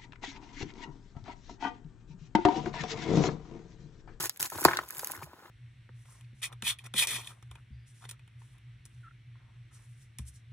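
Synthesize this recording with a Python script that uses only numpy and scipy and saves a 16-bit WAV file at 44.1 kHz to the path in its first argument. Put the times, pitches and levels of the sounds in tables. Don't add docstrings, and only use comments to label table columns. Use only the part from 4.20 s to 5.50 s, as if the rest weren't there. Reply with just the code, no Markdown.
import sys
import numpy as np
from scipy import signal
from scipy.fft import rfft, irfft, next_fast_len
from scipy.io import wavfile
from scipy.ndimage import map_coordinates

SR = 44100
rng = np.random.default_rng(int(sys.argv[2]) if len(sys.argv) > 2 else 0)


def wav_record(signal):
    frames = np.transpose(np.atleast_2d(signal))
    bounded = np.clip(frames, -1, 1)
    quanta = np.round(bounded * 32767).astype(np.int16)
    wavfile.write(sys.argv[1], SR, quanta)


def ratio_of_db(decibels):
    return 10 ** (np.asarray(decibels, float) / 20)


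N = 57330


def unit(x):
    return x / np.sqrt(np.mean(x ** 2) + 1e-20)


def noise(length=N):
    return rng.standard_normal(length)


def clock(seconds):
    return np.arange(int(SR * seconds)) / SR


def along(points, hz):
    point_hz, value = np.transpose(points)
    return np.interp(np.log(hz + 1), np.log(point_hz + 1), value)


def curves(rows):
    seconds, *columns = np.transpose(rows)
    return [np.interp(np.arange(N) / SR, seconds, column) for column in columns]


def wobble(rate):
    knots = noise(int(N * rate / SR) + 4)
    return map_coordinates(knots, [np.arange(N) * rate / SR])


def filtered(x, response):
    size = next_fast_len(N + 8192)
    return irfft(rfft(x, size) * response(np.fft.rfftfreq(size, 1 / SR)), size)[..., :N]


def coloured(x, points):
    def gain(hz):
        return ratio_of_db(along(points, hz))
    return filtered(x, gain) / np.sqrt(np.mean(gain(np.linspace(0, SR / 2, 2048)) ** 2))


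def grains(per_s, spread_db, life_s):
    sizes = ratio_of_db(spread_db * rng.exponential(size=N).clip(0, 2.6))
    kicks = (rng.random(N) < per_s / SR) * sizes
    gate = signal.lfilter([1], [1, -np.exp(-1 / (life_s * SR))], kicks)
    return unit(gate * noise())


def swell(rise_s, t):
    return 1 - np.exp(-(t / rise_s) ** 2)


def ring(hz, t60, rise_s, t):
    return ratio_of_db(-60 * t / t60) * swell(rise_s, t) * np.sin(2 * np.pi * hz * t)


def add(track, s, sound):
    part = track[round(s * SR):][:len(sound)]
    part += sound[:len(part)]


# (frequency [Hz], level [dB])
HUSH_COLOUR = [(30, -25), (100, -10.5), (400, -20), (1500, -22.5), (3000, -44), (8000, -58), (16000, -52)]
HUSH_DB = -67.5


def hush():
    return ratio_of_db(HUSH_DB) * coloured(noise(), HUSH_COLOUR)


# (frequency [Hz], time to fall 60 dB [s])
ROOM_DECAY = [(150, 0.14), (1000, 0.053), (4000, 0.062), (14000, 0.01)]
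# (frequency [Hz], level [dB])
ROOM_LEVEL = [(100, -13), (1200, -13), (3500, -8), (8000, -13)]
# (frequency [Hz], level [dB])
ROOM_UNLIKE = [(300, -2), (5500, 4), (7500, -14)]


def room(x):
    hz, t, z = signal.stft(noise((3, SR // 4)), SR, nperseg=256)
    answers = z[0] + z[1:] * ratio_of_db(along(ROOM_UNLIKE, hz))[:, None]
    decay = ratio_of_db(-60 * t / along(ROOM_DECAY, hz)[:, None])
    tail = signal.istft(answers * decay, SR, nperseg=256)[1]
    tail = tail / np.linalg.norm(tail[0])
    delayed = np.pad(x, (60, 0))[None]
    wet = signal.fftconvolve(delayed, tail, axes=1)[:, :N]
    return filtered(wet, lambda f: ratio_of_db(along(ROOM_LEVEL, f)))


# (frequency [Hz], level [dB])
SCATTER = [(100, -9), (300, -15), (700, -8), (2500, -3), (5500, -1), (7500, -15)]


def unsteady_scatter(near):
    moving = near * np.array([wobble(120), wobble(120)])
    return filtered(moving, lambda hz: 1j * ratio_of_db(along(SCATTER, hz)))


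# (frequency [Hz], phase lead [rad])
PORT_LEAD = [(0, 0), (1400, .55), (3300, 2.1), (4900, 2.9), (9200, -3.14), (13600, -9.4), (15300, -12.4),
             (22050, -12.6)]
# (frequency [Hz], level difference [dB])
PORT_LEAN = [(60, -3), (250, 1.2), (600, 3.2), (1200, 1), (3000, 1), (6500, -1), (12000, 0)]


def microphone_ports(x):
    side = np.array([[.5], [-.5]])

    def response(hz):
        phase = side * np.interp(hz, *np.transpose(PORT_LEAD))
        return ratio_of_db(side * along(PORT_LEAN, hz)) * np.exp(1j * phase)
    return filtered(x, response)


# (time [s], peak [dB], pitch [Hz])
THUMPS = [(.0, -43, 150), (0.031, -49, 104.4), (0.067, -53.5, 113), (0.218, -52, 119), (.27, -70, 55.7),
          (0.319, -50, 150), (0.35, -45.5, 95), (0.53, -62, 91), (.62, -54, 63.4), (0.773, -52.5, 150),
          (.89, -55, 130), (.975, -47, 94.4), (1.027, -44, 141.5), (1.049, -52, 75)]


def grip_thumps():
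    out, t = np.zeros(N), clock(.25)
    for s, db, hz in THUMPS:
        add(out, s, ratio_of_db(db + 10) * ring(hz, 12.5 / hz, 1.23 / hz, t))
    return out


# (time [s], level [dB])
FLEXING = [(0, -42), (.062, -49), (.12, -83), (.19, -106), (.2, -45.5), (.27, -51), (.3, -106.5),
           (.325, -49.5), (.43, -50), (.49, -38), (.555, -46), (.63, -55), (.69, -63), (.8, -55),
           (.96, -57), (1.1, -65), (1.25, -60.5), (1.3, -63.5)]
# (frequency [Hz], level [dB])
CARD_COLOUR = [(200, -22.5), (340, -4), (520, -14), (850, -5), (1500, -6.5), (2300, -20), (4000, -21.5),
               (8000, -70)]
# (frequency [Hz], level [dB])
GRIP_COLOUR = [(30, -10), (80, 0), (150, -7), (400, -19.5)]
CREAKS_PER_S, CREAK_SPREAD_DB, CREAK_S = 360, 3, .0017
RUB_DB, SWELL_DB, GRIP_DB = -2, 1.5, -1.5


def flexing_card():
    flex_db, = curves(FLEXING)
    creaks = grains(CREAKS_PER_S, CREAK_SPREAD_DB, CREAK_S)
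    rubbing = creaks + ratio_of_db(RUB_DB) * noise()
    panels = ratio_of_db(flex_db + SWELL_DB * wobble(80.9)) * coloured(rubbing, CARD_COLOUR)
    grip = ratio_of_db(flex_db + GRIP_DB) * unit(coloured(noise(), GRIP_COLOUR))
    return panels + grip


# (time [s], peak [dB], pitch [Hz], level of the box's low note [dB])
POPS = [(0.0949, -34.5, 1280, -20), (.198, -37, 834, -2), (0.3201, -30, 956, -36), (0.354, -36.5, 766, 9),
        (0.384, -30, 880, -4), (0.4159, -32, 850, 7.5), (0.429, -27, 1490, -8), (0.4742, -30, 700, -6),
        (0.479, -19, 860, -16), (.482, -18, 850, -8.5), (0.4844, -14, 1600, -9), (0.49, -29, 1280, -10),
        (.495, -27.5, 910, -10.5), (0.502, -31, 700, -8), (0.511, -21, 1548, -17), (.518, -30, 1490, -20),
        (.527, -32, 1430, -19), (0.5327, -18, 1616, -18), (.535, -24, 1200, -18), (.5375, -25, 1106, -11),
        (0.5705, -22.5, 2010, -16), (0.5713, -21, 4000, -20), (0.5734, -30, 1500, -13),
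        (0.5884, -16, 1250, -17), (.611, -39, 1500, -9), (.6145, -40, 694, -12), (0.7, -41, 1580, -12),
        (0.707, -34, 1620, -16), (.761, -42, 1110, -10), (.794, -39, 1530, -12), (0.831, -31, 847, -23),
        (.871, -47, 1555, -12), (.898, -32, 1300, -8), (.9002, -34, 875, -4.5), (.9045, -39.5, 885, -1),
        (0.935, -34, 1100, -7), (.946, -40, 1450, -8), (0.9502, -35, 1460, -7), (.961, -38, 1580, -3),
        (.975, -39.5, 1390, -2), (1.0151, -37.5, 1026, -22), (1.0233, -33, 920, -3), (1.031, -39, 1780, -5),
        (1.071, -47, 600, -3), (1.132, -40.5, 786, 1.5), (1.183, -50, 506, 2), (1.223, -48.5, 694, 2),
        (1.259, -45.5, 1540, -10)]
# (frequency [Hz], level [dB], time to fall 60 dB [s])
BOX_NOTE = [(334, -1, 0.025), (150, -14.5, 0.077)]
POP_CYCLES, POP_RISE_S, POP_DB, POP_SPREAD = 10, .0015, -1, .3
SHIVER_DB, SHIVER_CYCLES, CLICK_DB, NOTE_LATE_S = -14, 30, -16, .003


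def buckling_pops():
    out, t = np.zeros(N), clock(.25)
    low_note = sum(ratio_of_db(db) * ring(hz, t60, 0.63 / hz, t) for hz, db, t60 in BOX_NOTE)
    for s, db, hz, note_db in POPS:
        t60 = POP_CYCLES / hz
        detune = np.exp(POP_SPREAD * np.array([-1, -.4, .5, 1.1]) + .06 * noise(4))
        panel = ring(hz, t60, POP_RISE_S, t)
        for ratio in detune:
            panel += 0.59 * rng.choice([-1, 1]) * ring(hz * ratio, t60, POP_RISE_S, t)
        jolt = noise(len(t))
        around_pitch = signal.butter(1, [hz * .6, hz * 1.6], 'band', fs=SR)
        shiver = unit(signal.lfilter(*around_pitch, jolt))
        shiver *= ratio_of_db(SHIVER_DB - 60 * t * hz / SHIVER_CYCLES) * (1 - np.exp(-t / POP_RISE_S))
        click = signal.lfilter(*signal.butter(2, hz * 2.5, fs=SR), jolt)
        click *= ratio_of_db(CLICK_DB - 60 * t / .004)
        add(out, s, ratio_of_db(db + POP_DB) * (panel / abs(panel).max() + shiver + click))
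        add(out, s + NOTE_LATE_S, ratio_of_db(db + note_db) * low_note)
    return out


# (time [s], frequency [Hz], peak [dB], time to fall 60 dB [s])
FLAP = [
    (0.4516, 2500, -20, 0.006),
    (.4516, 4300, -15, 0.0059),
    (.451, 1560, -5.5, 0.0047),
    (0.4522, 935, -3, 0.0094),
    (.452, 718, -14.5, 0.029),
    (0.4532, 335, -7.5, 0.021),
    (.459, 1050, -4.5, 0.005),
    (.454, 149, -22, 0.0545),
    (.46, 78, -33, 0.075),
]
CRACK_DB, CRACK_T60_S, CRACK_HZ = -20, .016, 2500


def flap():
    out, crack, t = np.zeros(N), np.zeros(N), clock(.25)
    for s, hz, db, t60 in FLAP:
        add(out, s, ratio_of_db(db + 4.5) * ring(hz, t60, 0.5 / hz, t))
    add(crack, FLAP[0][0], ratio_of_db(CRACK_DB - 60 * t / CRACK_T60_S) * noise(len(t)))

    def dull(hz):
        return 1j * hz / (600 + 1j * hz) / (1 + 1j * hz / CRACK_HZ) ** 2
    return out + filtered(crack, dull)


# (time [s], level [dB], brightness [dB], share of sparse ticks [0-1])
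TEARING = [(0, -35.5, 0.5, 0.34), (.062, -32.5, 2, 0.34), (.085, -56.5, 2, 0.2), (.19, -70.5, -2, 0.1),
           (.198, -41, 1.5, 0.16), (.265, -36.5, 4, 0.1), (.285, -53, 1.5, 0.8), (.436, -38, 7.5, 0.2),
           (.448, -26, 4, 0), (.46, -34.5, -7, 0), (.56, -100, -4, .4), (.62, -60, 2.5, 0),
           (.8, -43, 8, 0.15), (.96, -50.5, 5, 0.2), (1.0, -63, 7, 0), (1.04, -50, 3, 0.12),
           (1.1, -85, 16, 1), (1.26, -82, 20, .1)]
FIBRES_PER_S, FIBRE_S, CLUMP_DB = 3500, .00056, 2
TICKS_PER_S, TICK_S, TICK_SPREAD_DB, HISS_DB = 400, .0006, 2, -3


def tearing_crackle():
    level_db, bright_db, sparse = curves(TEARING)
    sparse = sparse.clip(0, 1)
    rasp = ratio_of_db(CLUMP_DB * wobble(200)) * grains(FIBRES_PER_S, 3, FIBRE_S)
    ticks = grains(TICKS_PER_S, TICK_SPREAD_DB, TICK_S) + ratio_of_db(HISS_DB) * noise()
    return ratio_of_db(level_db) * (np.sqrt(1 - sparse) * rasp + np.sqrt(sparse) * ticks), bright_db


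# (time [s], peak [dB], brightness [dB], time to fall 60 dB [s])
SNAPS = [(0.0949, -11.5, 5.5, 0.0058), (0.161, -30, 0, 0.0027), (0.1731, -30, 2.5, 0.0053),
         (0.196, -29, 12, 0.0081), (0.2006, -23, 5, 0.0081), (0.2067, -16.5, 7, 0.0079),
         (0.2166, -20, 23, 0.011), (0.227, -11.5, 4.5, 0.0081), (0.2752, -25, 0.5, 0.0035),
         (0.3004, -28.5, 7, 0.014), (0.4093, -17, 15, 0.0052), (0.4155, -23.5, 5, 0.0075),
         (0.441, -21, 6, 0.012), (0.45, -6, 7.5, 0.0085), (0.5703, -28, -4, 0.0085),
         (0.5894, -38, -6.5, 0.0065), (0.688, -28, 6, 0.0062), (0.706, -23, 6.5, 0.0077),
         (0.7486, -26, 10, 0.005), (0.7685, -29, 6, 0.0083), (0.781, -29, 20, 0.016),
         (0.7932, -24.5, 7, 0.0098), (0.845, -16, 9.5, 0.0075), (0.8715, -16, 7.5, 0.006),
         (0.911, -27.5, 13, 0.014), (0.918, -22, 6, 0.008), (1.0624, -47, -1, 0.0051)]
# (time [s], peak [dB], brightness [dB])
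MORE_SNAPS = [(.0134, -27, 7), (.0274, -21, 5), (0.0322, -23, 9), (.042, -25, 5), (.054, -28, 7),
              (0.0562, -21, 3), (.170, -41, 6), (0.2453, -24, 5), (0.261, -31, 1), (.268, -36, 3),
              (.313, -34, 6), (.3345, -33, 3), (0.3735, -34, 3), (.378, -27, 3), (.3925, -32, 6), (.401, -25, 5),
              (0.4297, -24, 8), (.637, -38, 5), (0.6835, -36, 6), (.693, -35, 5), (.724, -34, 1), (.756, -37, 5),
              (0.7615, -33, 12), (0.7746, -31, 10), (.7836, -30, 12), (.7952, -24, 5), (.811, -30, 10),
              (.8175, -30, 10), (0.8265, -31, 10), (.9548, -34, 3), (0.9649, -35, 2), (1.0196, -38, 8),
              (1.1326, -50, 8)]
# (frequency [Hz], level [dB])
FIBRE_COLOUR = [(700, -30), (1500, -1), (3500, -6), (6800, 0.5), (8600, -0.5), (10500, 1.5), (12500, -0.5),
                (15500, -4.5)]
MORE_SNAPS_T60_S, SNAP_RISE_S = .0058, .00062


def fibres():
    crackle, bright_db = tearing_crackle()
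    high, low, t = crackle.copy(), crackle * ratio_of_db(-bright_db), clock(.05)
    for s, db, bright, t60 in [*SNAPS, *[(*tick, MORE_SNAPS_T60_S) for tick in MORE_SNAPS]]:
        shape = ratio_of_db(-60 * t / t60) * swell(SNAP_RISE_S, t)
        burst = shape * noise(len(t))
        burst *= ratio_of_db(db + 4) * np.linalg.norm(shape) / np.linalg.norm(burst)
        add(high, s, burst)
        add(low, s, burst * ratio_of_db(-bright))

    def high_share(hz):
        return np.clip(np.log2((hz + 1) / 6000), 0, 1)
    both = filtered(high, high_share) + filtered(low, lambda hz: 1 - high_share(hz))
    return coloured(both, FIBRE_COLOUR)


def scene():
    box = grip_thumps() + flexing_card() + buckling_pops() + flap() + fibres()
    near = box + hush()
    return microphone_ports(near + unsteady_scatter(near) + room(box))


def band_limit(x):
    return signal.sosfilt(signal.butter(12, 17100, fs=SR, output="sos"), x)


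def record(dry):
    low_hz, top_hz = 58, 15900

    def band(hz):
        return (1j * hz / (low_hz + 1j * hz)) ** 2 / (1 + (hz / top_hz) ** 90)
    return band_limit(filtered(dry, band))


dry = scene()
out = record(dry)
wav_record(out)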